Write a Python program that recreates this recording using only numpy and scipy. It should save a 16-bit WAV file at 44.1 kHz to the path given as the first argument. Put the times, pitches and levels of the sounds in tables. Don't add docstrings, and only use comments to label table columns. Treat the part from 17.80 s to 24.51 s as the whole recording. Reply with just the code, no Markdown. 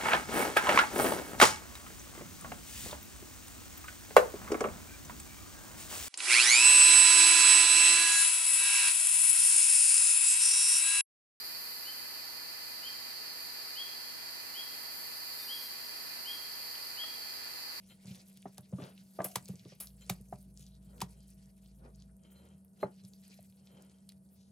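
import sys
import numpy as np
from scipy import signal
from scipy.fft import rfft, irfft, next_fast_len
from scipy.io import wavfile

SR = 44100
rng = np.random.default_rng(int(sys.argv[2]) if len(sys.argv) > 2 else 0)


def store_pcm(level_fs):
    pcm = np.round(np.clip(level_fs, -1, 1) * 32767).astype(np.int16)
    wavfile.write(sys.argv[1], SR, np.atleast_2d(pcm).T)


def boost_factor(decibels):
    exponent = np.asarray(decibels, float) / 20
    return 10 ** exponent


N = 295911

# frequency in Hz, lead of the left in radians, left minus right in dB.
PORT_DIFFERENCES = [(157, -0.16, 0), (503, 0.21, 0), (954, 1.03, 0.5), (1480, -1.4, 1.5), (1800, 0.37, 0),
                    (3400, 0.75, -0.2), (4810, 1.0, 0), (5650, 0.9, 2), (7000, 0.6, 0.3), (9500, 0.1, 1),
                    (12700, -1.25, 0), (15500, -2, 1)]
# frequency in Hz, correlation from -1 to 1.
LEFT_RIGHT_LIKENESS = [(60, 0.97), (290, 1), (640, 0.4), (1410, -1.03), (2300, 0.32), (3400, 0.8),
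                       (4900, 0.77), (7000, 0.99), (9500, 0.47), (15000, 0.72)]

# frequency in Hz, density in dB per Hz.
RUMBLE_SPECTRUM = [(18, -80), (30, -51), (64, -19.5), (160, -13.5), (184, -12), (204, -11), (220, -27),
                   (300, -29.5), (390, -74), (660, -120)]
# time in seconds, level in dB.
RUMBLE_LEVELS = [(0.0, -69.5), (1.08, -66), (1.4, -69.5), (1.61, -61), (2.07, -69.5), (2.34, -62.5),
                 (4.22, -64), (4.39, -66), (6.71, -67)]
# frequency in Hz, level in dB, waver in dB.
FRIDGE_TONES = [(192.1, 1, 1.25), (111.7, -20, 3.5), (212, -15.5, 3), (647.5, -20, 2.5)]
# time in seconds, firing tone in Hz, level in dB.
ENGINE_COURSE = [(0, 44.1, -71), (1.85, 45.2, -99), (2.05, 57.4, -58), (2.6, 56.94, -57),
                 (3.3, 57.5, -55.5), (3.75, 55.45, -63.5), (4.0, 54.8, -54), (4.33, 57.8, -58),
                 (4.4, 61.3, -71.5), (4.65, 73.6, -62), (4.85, 82.4, -70.5), (5.0, 77.4, -99),
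                 (5.5, 74.6, -85), (5.75, 76.4, -72.5), (6.71, 79.4, -74.5)]
# multiple of the firing tone, level in dB.
FIRING_ORDERS = [(1, -1), (2.0, -14.5), (2.5, -9)]

# peak in seconds, length in seconds, ringing in dB.
GLASS_RUBS = [
    (0.096, .07, -71),
    (2.218, 0.051, -70),
    (4.562, 0.08, -72),
    (5.012, 0.042, -61),
    (5.203, 0.023, -77),
    (5.544, 0.071, -79),
]
# frequency in Hz, level in dB.
GLASS_MODES = [(4107, 0), (6245, -16), (8839, -12), (7300, -14), (11601, -9), (14637, -18)]
# start in seconds, peak in dB, contact cut-off
# in Hz.
KNUCKLE_RAPS = [
    (5.029, -27, 1500),
    (5.0337, -32, 900),
    (5.057, -50, 700),
    (5.079, -53, 700),
    (.934, -46.5, 400),
    (1.0, -44.5, 600),
    (1.022, -57, 900),
]
# frequency in Hz, level in dB, 60 dB decay in seconds.
BOWL_MODES = [(400, -1.5, 0.09), (576, 4.5, 0.059), (632, 9, 0.038), (851, 1.5, 0.05), (1080, -5.5, 0.034),
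              (1243, -9.5, 0.063), (1390, -7, 0.049), (1610, -4.5, 0.021), (2080, -6.5, 0.028),
              (2520, -23.5, 0.06)]

# peak in seconds, length in seconds, level in dB, low Hz, top Hz.
DOUGH_DRAGS = [
    (0.107, 0.11, -61, 1140, 5560),
    (2.222, 0.056, -59.5, 1210, 8000),
    (3.1, 0.21, -78, 2500, 4470),
    (3.15, 0.27, -76, 1000, 2200),
    (3.401, 0.33, -80.5, 2670, 4640),
    (4.45, 0.13, -70.5, 400, 4000),
    (4.56, 0.48, -69, 302, 3600),
    (4.69, 0.19, -80, 350, 3500),
    (5.96, 0.73, -71, 296, 4400),
]
GLOVE_BRUSHES = [(0.088, 0.12, -63, 6000, 14800), (0.294, 0.21, -63.5, 6000, 16000),
                 (1.25, 0.46, -72.5, 7200, 16000), (3.054, .06, -74, 11000, 16000),
                 (3.847, 0.12, -74.5, 2350, 5570), (4.15, 0.045, -71, 4500, 7000),
                 (4.297, 0.055, -74.5, 1200, 1870), (1.033, 0.22, -55.5, 400, 6100),
                 (1.477, 0.19, -54.5, 620, 750), (2.806, 0.19, -62.5, 4500, 13800),
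                 (2.874, 0.1, -70.5, 3730, 6500), (5.295, 0.14, -72.5, 7000, 8800),
                 (0.116, 0.041, -64, 450, 1020), (0.775, 0.014, -58, 1500, 12000),
                 (1.553, .008, -55, 1500, 7000), (1.456, 0.063, -54.5, 1300, 3180),
                 (0.104, 0.088, -71, 3050, 4500), (2.939, 0.12, -73, 3630, 4640),
                 (0.935, 0.056, -73, 1500, 5000), (2.026, 0.077, -62, 1000, 3020),
                 (3.212, 0.0098, -50, 1500, 5000), (4.045, 0.17, -68.5, 110, 1150),
                 (4.514, 0.053, -67, 11650, 16100), (5.006, 0.12, -66, 1900, 15500),
                 (6.533, 0.12, -68.5, 11400, 16100), (6.608, 0.28, -72.5, 3860, 7170)]
# frequency in Hz, level in dB.
BOWL_AIR = [(382, 2), (570, 3), (935, -3), (1410, -5.5), (2200, -14), (3180, 2.5), (4150, -2.5), (7300, 4)]

# start in seconds, peak in dB, 60 dB decay in seconds, whistle edge in Hz.
AIR_SPITS = [
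    (1.4428, -18, 0.17, 7600),
    (2.002, -19.5, 0.23, 9300),
]
# frequency in Hz, density in dB per Hz.
JET_SPECTRUM = [(1000, -18), (7000, -13), (8300, -11.5), (9600, -10), (10400, -2.5), (11300, -9),
                (12200, -1), (13300, -15.5), (16400, -12.5)]

# start in seconds, peak in dB, centre in Hz.
OIL_FILMS = [(0.257, -43, 6800), (0.311, -51, 6040), (0.347, -47, 3260), (0.3747, -50, 2550),
             (0.484, -50, 6720), (0.6266, -48, 2860), (1.123, -51, 2550), (1.178, -44, 3060),
             (1.657, -36.5, 6000), (1.756, -42.5, 6350), (1.795, -45, 3950), (1.851, -48, 3860),
             (2.0714, -35, 4800), (2.2643, -46, 6650), (2.5582, -49, 6100), (2.774, -39, 5770),
             (3.181, -54, 2980), (3.658, -53, 6230), (4.201, -52, 5680), (4.222, -47, 5060),
             (4.4357, -54, 6000), (5.25, -44.5, 5100), (5.335, -44, 4890), (5.542, -48.5, 4960),
             (5.872, -47, 3893), (6.097, -53, 5060), (6.185, -58, 5210), (6.489, -62.5, 4920)]
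GLOVE_FOLDS = [(0.0646, -54, 8000), (0.271, -43, 8600), (0.3543, -46, 12000), (0.404, -51, 10400),
               (0.746, -50.5, 8900), (1.523, -49, 7450), (1.952, -49, 13900), (2.412, -43.5, 9960),
               (2.6277, -46.5, 12700), (3.028, -56, 9150), (3.405, -50, 7150), (3.503, -49, 9600),
               (2.795, -43, 9000), (2.808, -50, 10500), (4.6878, -53, 7300), (4.8478, -48.5, 13600),
               (5.4796, -44, 9500), (5.6072, -47, 11000), (5.628, -45, 10200), (5.699, -49.5, 11350),
               (6.049, -52, 10900), (6.38, -59, 12000)]
HERB_TICKS = [(0.0845, -59, 4190), (0.2029, -65, 3890), (0.2374, -54, 4160), (0.3007, -50, 4860),
              (0.621, -40, 8580), (0.9175, -48, 6250), (1.0086, -60, 3040), (1.025, -42, 3820),
              (1.039, -35.5, 4440), (2.1829, -68, 4255), (2.2103, -43.5, 7260), (2.5222, -51, 6260),
              (2.5376, -49, 8700), (2.6838, -54, 10230), (2.7844, -45, 10400), (2.8254, -49, 7860),
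              (2.8656, -40, 4930), (2.952, -49, 5300), (3.037, -57, 6990), (3.059, -65, 2745),
              (3.179, -59, 3020), (3.3314, -50, 6270), (3.6263, -49, 8570), (3.7323, -55, 11540),
              (3.7698, -60, 4440), (3.86, -46, 4100), (3.8985, -66, 11300), (4.367, -45, 10370),
              (4.5032, -54.5, 3207), (4.9733, -53, 9640), (5.1422, -55, 6800), (5.163, -53, 5800),
              (5.238, -47, 6440), (5.3794, -65, 8020), (5.4006, -64, 11000), (5.421, -61, 6000),
              (5.5007, -46, 7040), (5.5757, -48, 11200), (5.5984, -52, 11800), (5.7242, -52.5, 3280),
              (5.9833, -53, 3170), (0.692, -54, 13360), (0.809, -39, 11000), (0.887, -58, 7000),
              (2.104, -50, 3630), (2.142, -54, 13500), (3.535, -51, 8000), (3.578, -60, 5000),
              (4.705, -55.5, 8300), (4.737, -58, 4300), (4.881, -61, 6100), (6.117, -55.5, 9000),
              (6.146, -59, 5070), (6.332, -60.5, 4000)]
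# start in seconds, peak in dB, centre in Hz, width in octaves.
BROAD_CRACKS = [(0.572, -39, 6000, 2.7), (0.7801, -30.5, 8300, 4.1), (1.418, -42, 5500, 1.5),
                (1.4438, -22.5, 13000, 0.56), (1.5567, -20.5, 9030, 7.5), (1.5589, -22, 7900, 12),
                (1.68, -40, 8000, 3.4), (1.685, -35.5, 10700, 4), (2.294, -30.5, 5000, 8.1),
                (2.297, -19.5, 6100, 9.9), (3.204, -30.5, 4500, 4.0), (3.2139, -28.5, 3230, 1.8),
                (3.2163, -23, 3500, 3.6), (4.05, -56, 2840, 6.9), (4.158, -47.5, 10430, 1.6),
                (6.022, -44.5, 11220, 2.5), (6.2896, -38.5, 10370, 0.74), (6.291, -43, 4290, 0.78),
                (6.299, -48, 3500, 1.2), (6.32, -46.5, 5000, 2.8)]

# start in seconds, knock peak in dB,
# counter thump in dB, air pocket in Hz, share of the bowl base in dB.
LANDINGS = [(0.244, -56.5, -49, 493, 4), (0.27, -67, -45.5, 366, -3), (0.3, -71, -42, 350, 9),
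            (0.655, -34.5, -51.5, 732, -14.5), (0.782, -44, -46, 730, -7), (0.925, -42.5, -33, 560, -11.5),
            (0.985, -38.5, -49, 335, -10), (1.014, -47, -42, 348, -8), (1.388, -28, -41, 647, -4.5),
            (1.402, -25.5, -73, 633, -7), (1.446, -36, -47.5, 622, -6), (1.69, -47, -37, 492, -8.5),
            (1.734, -52, -46.5, 400, -11), (1.854, -43.5, -47, 380, -16), (1.921, -48.5, -65, 566, -13.5),
            (2.005, -50, -70, 673, -3), (2.403, -56, -48, 464, -24), (2.525, -32.5, -44, 715, -13),
            (2.792, -64, -50.5, 477.2, -34), (5.236, -64, -49, 437, -5), (5.589, -50, -56, 656, -24),
            (0.657, -41.5, -76, 264, -35),
    (2.297, -29, -34, 781, -14.5),
    (1.5575, -28, -41, 913, -13.5),
    (3.218, -27, -37, 910, -17),
    (5.029, -29, -58, 606, -5),
    (5.033, -28.5, -40.5, 558, -33),
]
# frequency in Hz, level in dB, 60 dB decay in seconds.
COUNTER_MODES = [(135.2, -0.5, 0.16), (184.4, 9, 0.12)]
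BASE_MODES = [(400, 6, 0.13), (601.5, -2, 0.26), (722, -5, 0.18), (882, -7.5, 0.042), (1172, 3, 0.088),
              (1200, -6, 0.07), (1720, -3, 0.013), (1950, -28, 0.079), (2550, -23, 0.12)]

# time in seconds, effort as glove rustle in dB, wetness as crackle over rustle in dB.
HAND_WORK = [(0.0, -80, 7), (0.6, -74.5, 2.5), (0.86, -81.5, 8), (1.0, -64.5, -24), (1.19, -80.5, 9.5),
             (1.55, -62, -10), (1.92, -81.5, 15.5), (2.1, -74.5, -12.5), (2.73, -77, -4.5),
             (3.48, -76, 1.5), (3.83, -80, 0), (4.2, -91, 3), (4.55, -78, -7), (4.84, -86.5, -1),
             (5.5, -72.5, 0), (5.94, -84, 2.5), (6.3, -80.5, -4), (6.71, -88, 3)]
# peak in seconds, length in seconds, smear in dB, squelch in dB.
DOUGH_PRESSES = [(0.339, 1, -64, -64.5), (1.04, 0.63, -51, -77), (1.45, 0.88, -64.5, -67),
                 (1.7, 0.15, -58, -69), (2.303, 0.88, -70, -63), (2.585, 1, -88, -76),
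                 (3.204, 1, -60.5, -81), (4.058, 0.4, -55.5, -77), (4.208, 0.88, -90, -78),
                 (4.644, 1, -67.5, -86), (5.058, 0.34, -46, -109), (5.255, 0.96, -84, -77.5),
                 (5.51, 0.19, -69.5, -69.5), (5.995, 0.87, -62.5, -78), (6.53, 0.23, -84, -81.5)]
# frequency in Hz, density in dB per Hz.
SMEAR_SPECTRUM = [(140, -15), (230, 0.5), (257, -21.5), (406, -7.5), (815, -18), (1800, -27), (2340, -63),
                  (3960, -120)]
# frequency in Hz, density in dB per Hz.
CRACKLE_SPECTRUM = [(760, -22), (1300, -4), (2460, 1), (3660, -1.5), (4170, 6), (7500, -5.5), (9750, -68),
                    (16500, -120)]
# frequency in Hz, density in dB per Hz.
RUSTLE_SPECTRUM = [(3820, -40), (6500, -7), (9670, -2), (10500, -3), (11200, -15.5), (12200, 3),
                   (14000, -23.5), (15000, -4.5), (16200, -16)]


def rms_one(x):
    return x / np.sqrt(np.mean(x ** 2) + 1e-20)


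def peak_one(x):
    return x / np.abs(x).max()


def in_time(rows):
    s, *columns = np.transpose(rows)
    return [np.interp(np.arange(N) / SR, s, c) for c in columns]


def at_hz(points, hz):
    points = np.array(points)
    return np.interp(np.log(hz), np.log(points[:, 0]), points[:, 1])


def filtered(x, order, hz, kind):
    return signal.sosfilt(signal.butter(order, hz, kind, fs=SR, output="sos"), x)


def drift(rate):
    r = np.exp(-80 * np.pi * rate / SR)
    slow = signal.lfilter([1], [1, -2 * r, r * r], rng.standard_normal(N // 40 + 2002))[2000:]
    return np.interp(np.arange(N) / 40, np.arange(len(slow)), rms_one(slow))


def swell(peak, length, rise):
    corners = [peak - rise * length, peak, peak + (1 - rise) * length]
    return np.interp(np.arange(N) / SR, corners, [0, 1, 0])


def ring(x, hz, t60):
    r, w = boost_factor(-60 / (t60 * SR)), 2 * np.pi * hz / SR
    return signal.lfilter([0, np.sin(w)], [1, -2 * r * np.cos(w), r * r], x + 1e-18)


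def grainy(spectrum, patchy_db, grains_per_s, grain_db):
    audible = np.array([hz for hz, db in spectrum if db > -100])
    bottom, top = audible[0], audible[-1]
    edges = np.geomspace(bottom, top, int(3 * np.log2(top / bottom)) + 2)
    out, together, white = 0, drift(19.5), rng.standard_normal((2, 2, N))
    sizes = boost_factor(grain_db + 2.4 * np.minimum(rng.exponential(1, N), 3))
    bursts = signal.lfilter([1], [1, -.95], sizes * (rng.random(N) < grains_per_s / SR))
    for k, (low, high) in enumerate(zip(edges, edges[1:])):
        hz = np.sqrt(low * high)
        gain = boost_factor(at_hz(spectrum, hz) + patchy_db * (1.17 * together + drift(14.9)))
        burst = 1 + bursts * boost_factor(6.4 * drift(45) - 6.5)
        mid, side = filtered(white[k % 2] * burst, 2, [low, high], "band")
        alike = np.clip(at_hz(LEFT_RIGHT_LIKENESS, hz), -1, 1)
        out = out + gain * (np.sqrt(1 + alike) * mid + np.sqrt(1 - alike) * side * [[1], [-1]])
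    return rms_one(out)


def from_side(x):
    return np.stack([x, np.roll(x, 13)])


def hiss():
    white = rng.standard_normal((3, N))
    white = white[:2] + 3.0 * white[2]
    wide = filtered(white, 1, 3000, "high")
    bump = filtered(white, 4, (8000, 11800), "band")
    return boost_factor(-94) * (rms_one(wide) + boost_factor(13) * rms_one(bump))


def room_rumble():
    level = boost_factor(in_time(RUMBLE_LEVELS)[0])
    return level * grainy(RUMBLE_SPECTRUM, patchy_db=2.2, grains_per_s=3., grain_db=-45)


def machines():
    turn = 2 * np.pi * np.arange(N) / SR
    hum = 0
    for hz, db, waver_db in FRIDGE_TONES:
        level = boost_factor(db + waver_db * (0.7 * drift(15) + 0.62 * drift(1.4)))
        hum = hum + level * np.sin(hz * turn + 0.08 * waver_db * drift(4))
    engine_hz, engine_db = in_time(ENGINE_COURSE)
    phase = 2 * np.pi * np.cumsum(engine_hz) / SR
    firing = sum(boost_factor(db) * np.sin(order * phase) for order, db in FIRING_ORDERS)
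    engine = boost_factor(engine_db + drift(35)) * firing
    return np.sqrt(2) * (boost_factor(-61.5) * hum + engine)


def kitchen(x):
    t60_s, wall_cut_hz = 0.21, 3200
    size = next_fast_len(N + SR)
    w, spectrum = 2 * np.pi * np.fft.rfftfreq(size), rfft(x, size)
    dull = 1 / (1 + 1j * w * SR / (2 * np.pi * wall_cut_hz))
    out = np.zeros((2, len(w)), complex)
    for k, lag in enumerate(rng.uniform(0.0048, 0.029, 12) * SR):
        loop = boost_factor(-60 * lag / SR / t60_s) * dull * np.exp(-1j * w * lag)
        out[k % 2] += loop / (1 - loop) * (-1) ** (k // 2)
    return irfft(out * spectrum, size)[:, :N]


def rubbed_glass():
    friction = rng.standard_normal(N)
    rub = sum(boost_factor(db) * swell(s, length, 0.17) ** 0.3 for s, length, db in GLASS_RUBS)
    out = 0
    for hz, db in GLASS_MODES:
        t60 = 250 / hz
        out = out + boost_factor(db) * ring(friction * rub, hz, t60) / np.std(ring(friction, hz, t60))
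    return out


def raps():
    clicks = np.zeros(N)
    for s, db, cut_hz in KNUCKLE_RAPS:
        touch = np.exp(-2 * np.pi * cut_hz * np.arange(400) / SR)
        i = round(s * SR)
        clicks[i:i + 400] += boost_factor(db) * touch / touch.sum()
    return sum(boost_factor(db - 5.0) * ring(clicks, hz, t60) * (-1) ** k
               for k, (hz, db, t60) in enumerate(BOWL_MODES))


def drags():
    out = np.zeros(N)
    raw = rng.standard_normal(N) * boost_factor(2.4 * drift(73))
    plain = rms_one(signal.lfilter([1], [1, -.7], raw))
    hollow = plain + .4 * sum(boost_factor(db) * rms_one(ring(raw, hz, .028)) for hz, db in BOWL_AIR)
    for friction, strokes in ((plain, GLOVE_BRUSHES), (hollow, DOUGH_DRAGS)):
        for peak, length, db, low_hz, top_hz in strokes:
            stroke = swell(peak, length, 0.37) ** 1.67
            on = stroke > 0
            rough = filtered(friction[on], 2, [low_hz, top_hz], "band")
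            out[on] += boost_factor(db) * stroke[on] * rms_one(rough)
    return out


def spits():
    size = next_fast_len(N)
    time, out, hz = np.arange(N) / SR, 0, np.fft.rfftfreq(size, 1 / SR) + 1
    air = rfft(rng.standard_normal(N), size) * boost_factor(at_hz(JET_SPECTRUM, hz))
    for s, db, t60, edge_hz in AIR_SPITS:
        under_edge = boost_factor(-5 / (1 + (hz / edge_hz) ** 30))
        jet = irfft(air * under_edge, size)[:N] * boost_factor(1.7 * drift(150))
        age = np.maximum(time - s + 0.0015, 0)
        fall = 1.47 * boost_factor(-60 * age / 0.031) + 0.42 * boost_factor(-60 * age / t60)
        out = out + boost_factor(db - 13.0) * np.minimum(age / 0.0046, 1) * fall * rms_one(jet)
    return out


def snaps():
    out, span = np.zeros((2, N + SR)), np.arange(SR // 5) / SR
    rows = [(*row, 1, 0.007) for row in OIL_FILMS]
    rows += [(*row, 0.79, 0.0067) for row in GLOVE_FOLDS]
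    rows += [(*row, 0.014) for row in BROAD_CRACKS]
    rows += [(s, db - 5, hz, 0.83, 0.0052) for s, db, hz in HERB_TICKS]
    noise = rng.standard_normal((len(rows), 2, len(span)))
    for (s, db, hz, octaves, t60), grit in zip(rows, noise):
        pair = grit[0] + 0.17 * grit[1] * [[1], [-1]]
        tail_db = -21.5 if db > -34 else -19
        tail = filtered(pair, 1, 20000, "low") * boost_factor(tail_db - 60 * span / 0.1)
        onset = np.minimum(span / (0.00087 + 0.083 * t60), 1) ** 2
        burst = (pair * boost_factor(-60 * span / t60) + tail) * onset
        if db < -30:
            burst[:, round((0.00074 + 0.092 * t60) * SR)] += 4.1
        band = np.clip(hz * 2 ** (octaves * np.array([-.5, .5])), 300, 14500)
        snap = filtered(burst, 2, band, "band") + boost_factor(-17.5) * burst
        i = round(s * SR) - 40
        out[:, i:i + len(span)] += boost_factor(db) * peak_one(snap)
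    return out[:, :N]


def thuds():
    pocket_cycles, sag_share, sag_s, thump_lag_s = 9.3, 0.805, 0.0047, 0.0041
    out, span = np.zeros(N + SR), np.arange(SR // 3) / SR
    hits = LANDINGS
    luck = rng.normal(0, 1, (len(hits), len(BASE_MODES) + len(COUNTER_MODES)))
    noise = rng.standard_normal((len(hits), len(span)))
    push = span * np.exp(-span / 0.00064)
    for (s, knock_db, thump_db, pocket_hz, base_db), chance, grit in zip(hits, luck, noise):
        thump = sum(boost_factor(db + 2.0 * c) * ring(push, hz, t60)
                    for (hz, db, t60), c in zip(COUNTER_MODES, chance[::-1]))
        thump = filtered(thump, 3, [90, 240], "band")

        blow = span * np.exp(-span * pocket_hz * 11.6)
        pop = ring(blow, pocket_hz, pocket_cycles / pocket_hz)
        pop = ring(pop, pocket_hz, 0.0055)
        base = sum(boost_factor(db + 5.8 * c) * ring(blow, hz, t60)
                   for (hz, db, t60), c in zip(BASE_MODES, chance))
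        squash = grit * np.exp(-span / 0.014) * np.minimum(span / 0.0018, 1)
        wet = filtered(squash, 2, [300, 1.5 * pocket_hz], "band")
        sunk = span + sag_share * sag_s * (1 - np.exp(-span / sag_s))
        sag = np.sin(2 * np.pi * 0.7975 * pocket_hz * sunk) * peak_one(span * np.exp(-span / 0.0031))
        pop = peak_one(pop) + boost_factor(-6.5) * sag
        knock = peak_one(pop) + boost_factor(base_db) * (peak_one(base) + boost_factor(4.0) * peak_one(wet))
        knock = filtered(knock, 2, [260, 2300], "band")

        i = round(s * SR)
        out[i:i + len(span)] += boost_factor(knock_db) * peak_one(knock)
        i += round(thump_lag_s * SR)
        out[i:i + len(span)] += boost_factor(thump_db + 4.5) * peak_one(thump)
    return out[:N]


def hand():
    effort_db, wet_db = in_time(HAND_WORK)
    smear, crackle = boost_factor(-75.5), boost_factor(effort_db + wet_db)
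    for peak, length, smear_db, squelch_db in DOUGH_PRESSES:
        press = swell(peak, length, 0.49) ** 6.83
        smear = smear + boost_factor(smear_db) * press
        crackle = crackle + boost_factor(squelch_db) * press
    rustle = boost_factor(effort_db) + 0.4 * crackle
    out = smear * grainy(SMEAR_SPECTRUM, patchy_db=-0.5, grains_per_s=2.1, grain_db=-40)
    out += crackle * grainy(CRACKLE_SPECTRUM, patchy_db=3.0, grains_per_s=180.0, grain_db=-6.0)
    return out + rustle * grainy(RUSTLE_SPECTRUM, patchy_db=3.0, grains_per_s=150.0, grain_db=8.0)


def scene():
    background = hiss() + room_rumble() + from_side(machines())
    knocks, rubs = thuds() + raps(), drags()
    cracks = snaps() + spits()
    echo = boost_factor(-24.0) * kitchen(knocks + rubs) + boost_factor(-18.5) * kitchen(cracks.mean(axis=0))
    rubs = 0.5 * rubs + 0.65 * from_side(rubs)
    return background + echo + rubbed_glass() + rubs + cracks + knocks + hand()


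def top_cut(x):
    return signal.sosfilt(signal.butter(12, 16660, fs=SR, output="sos"), x)


def record(dry):
    size = next_fast_len(N + 4096)
    hz, ports = np.fft.rfftfreq(size, 1 / SR) + 1, np.array(PORT_DIFFERENCES)
    half = boost_factor(at_hz(ports[:, [0, 2]], hz) / 2) * np.exp(.5j * at_hz(ports, hz))
    pair = irfft(rfft(dry, size) * [half, 1 / half], size)[:, :N]
    pair = filtered(pair, 4, 52, "high")
    mix = signal.sosfilt(signal.cheby2(14, 60, 16650, fs=SR, output="sos"), pair)
    return top_cut(mix)


dry = scene()
out = record(dry)
store_pcm(out)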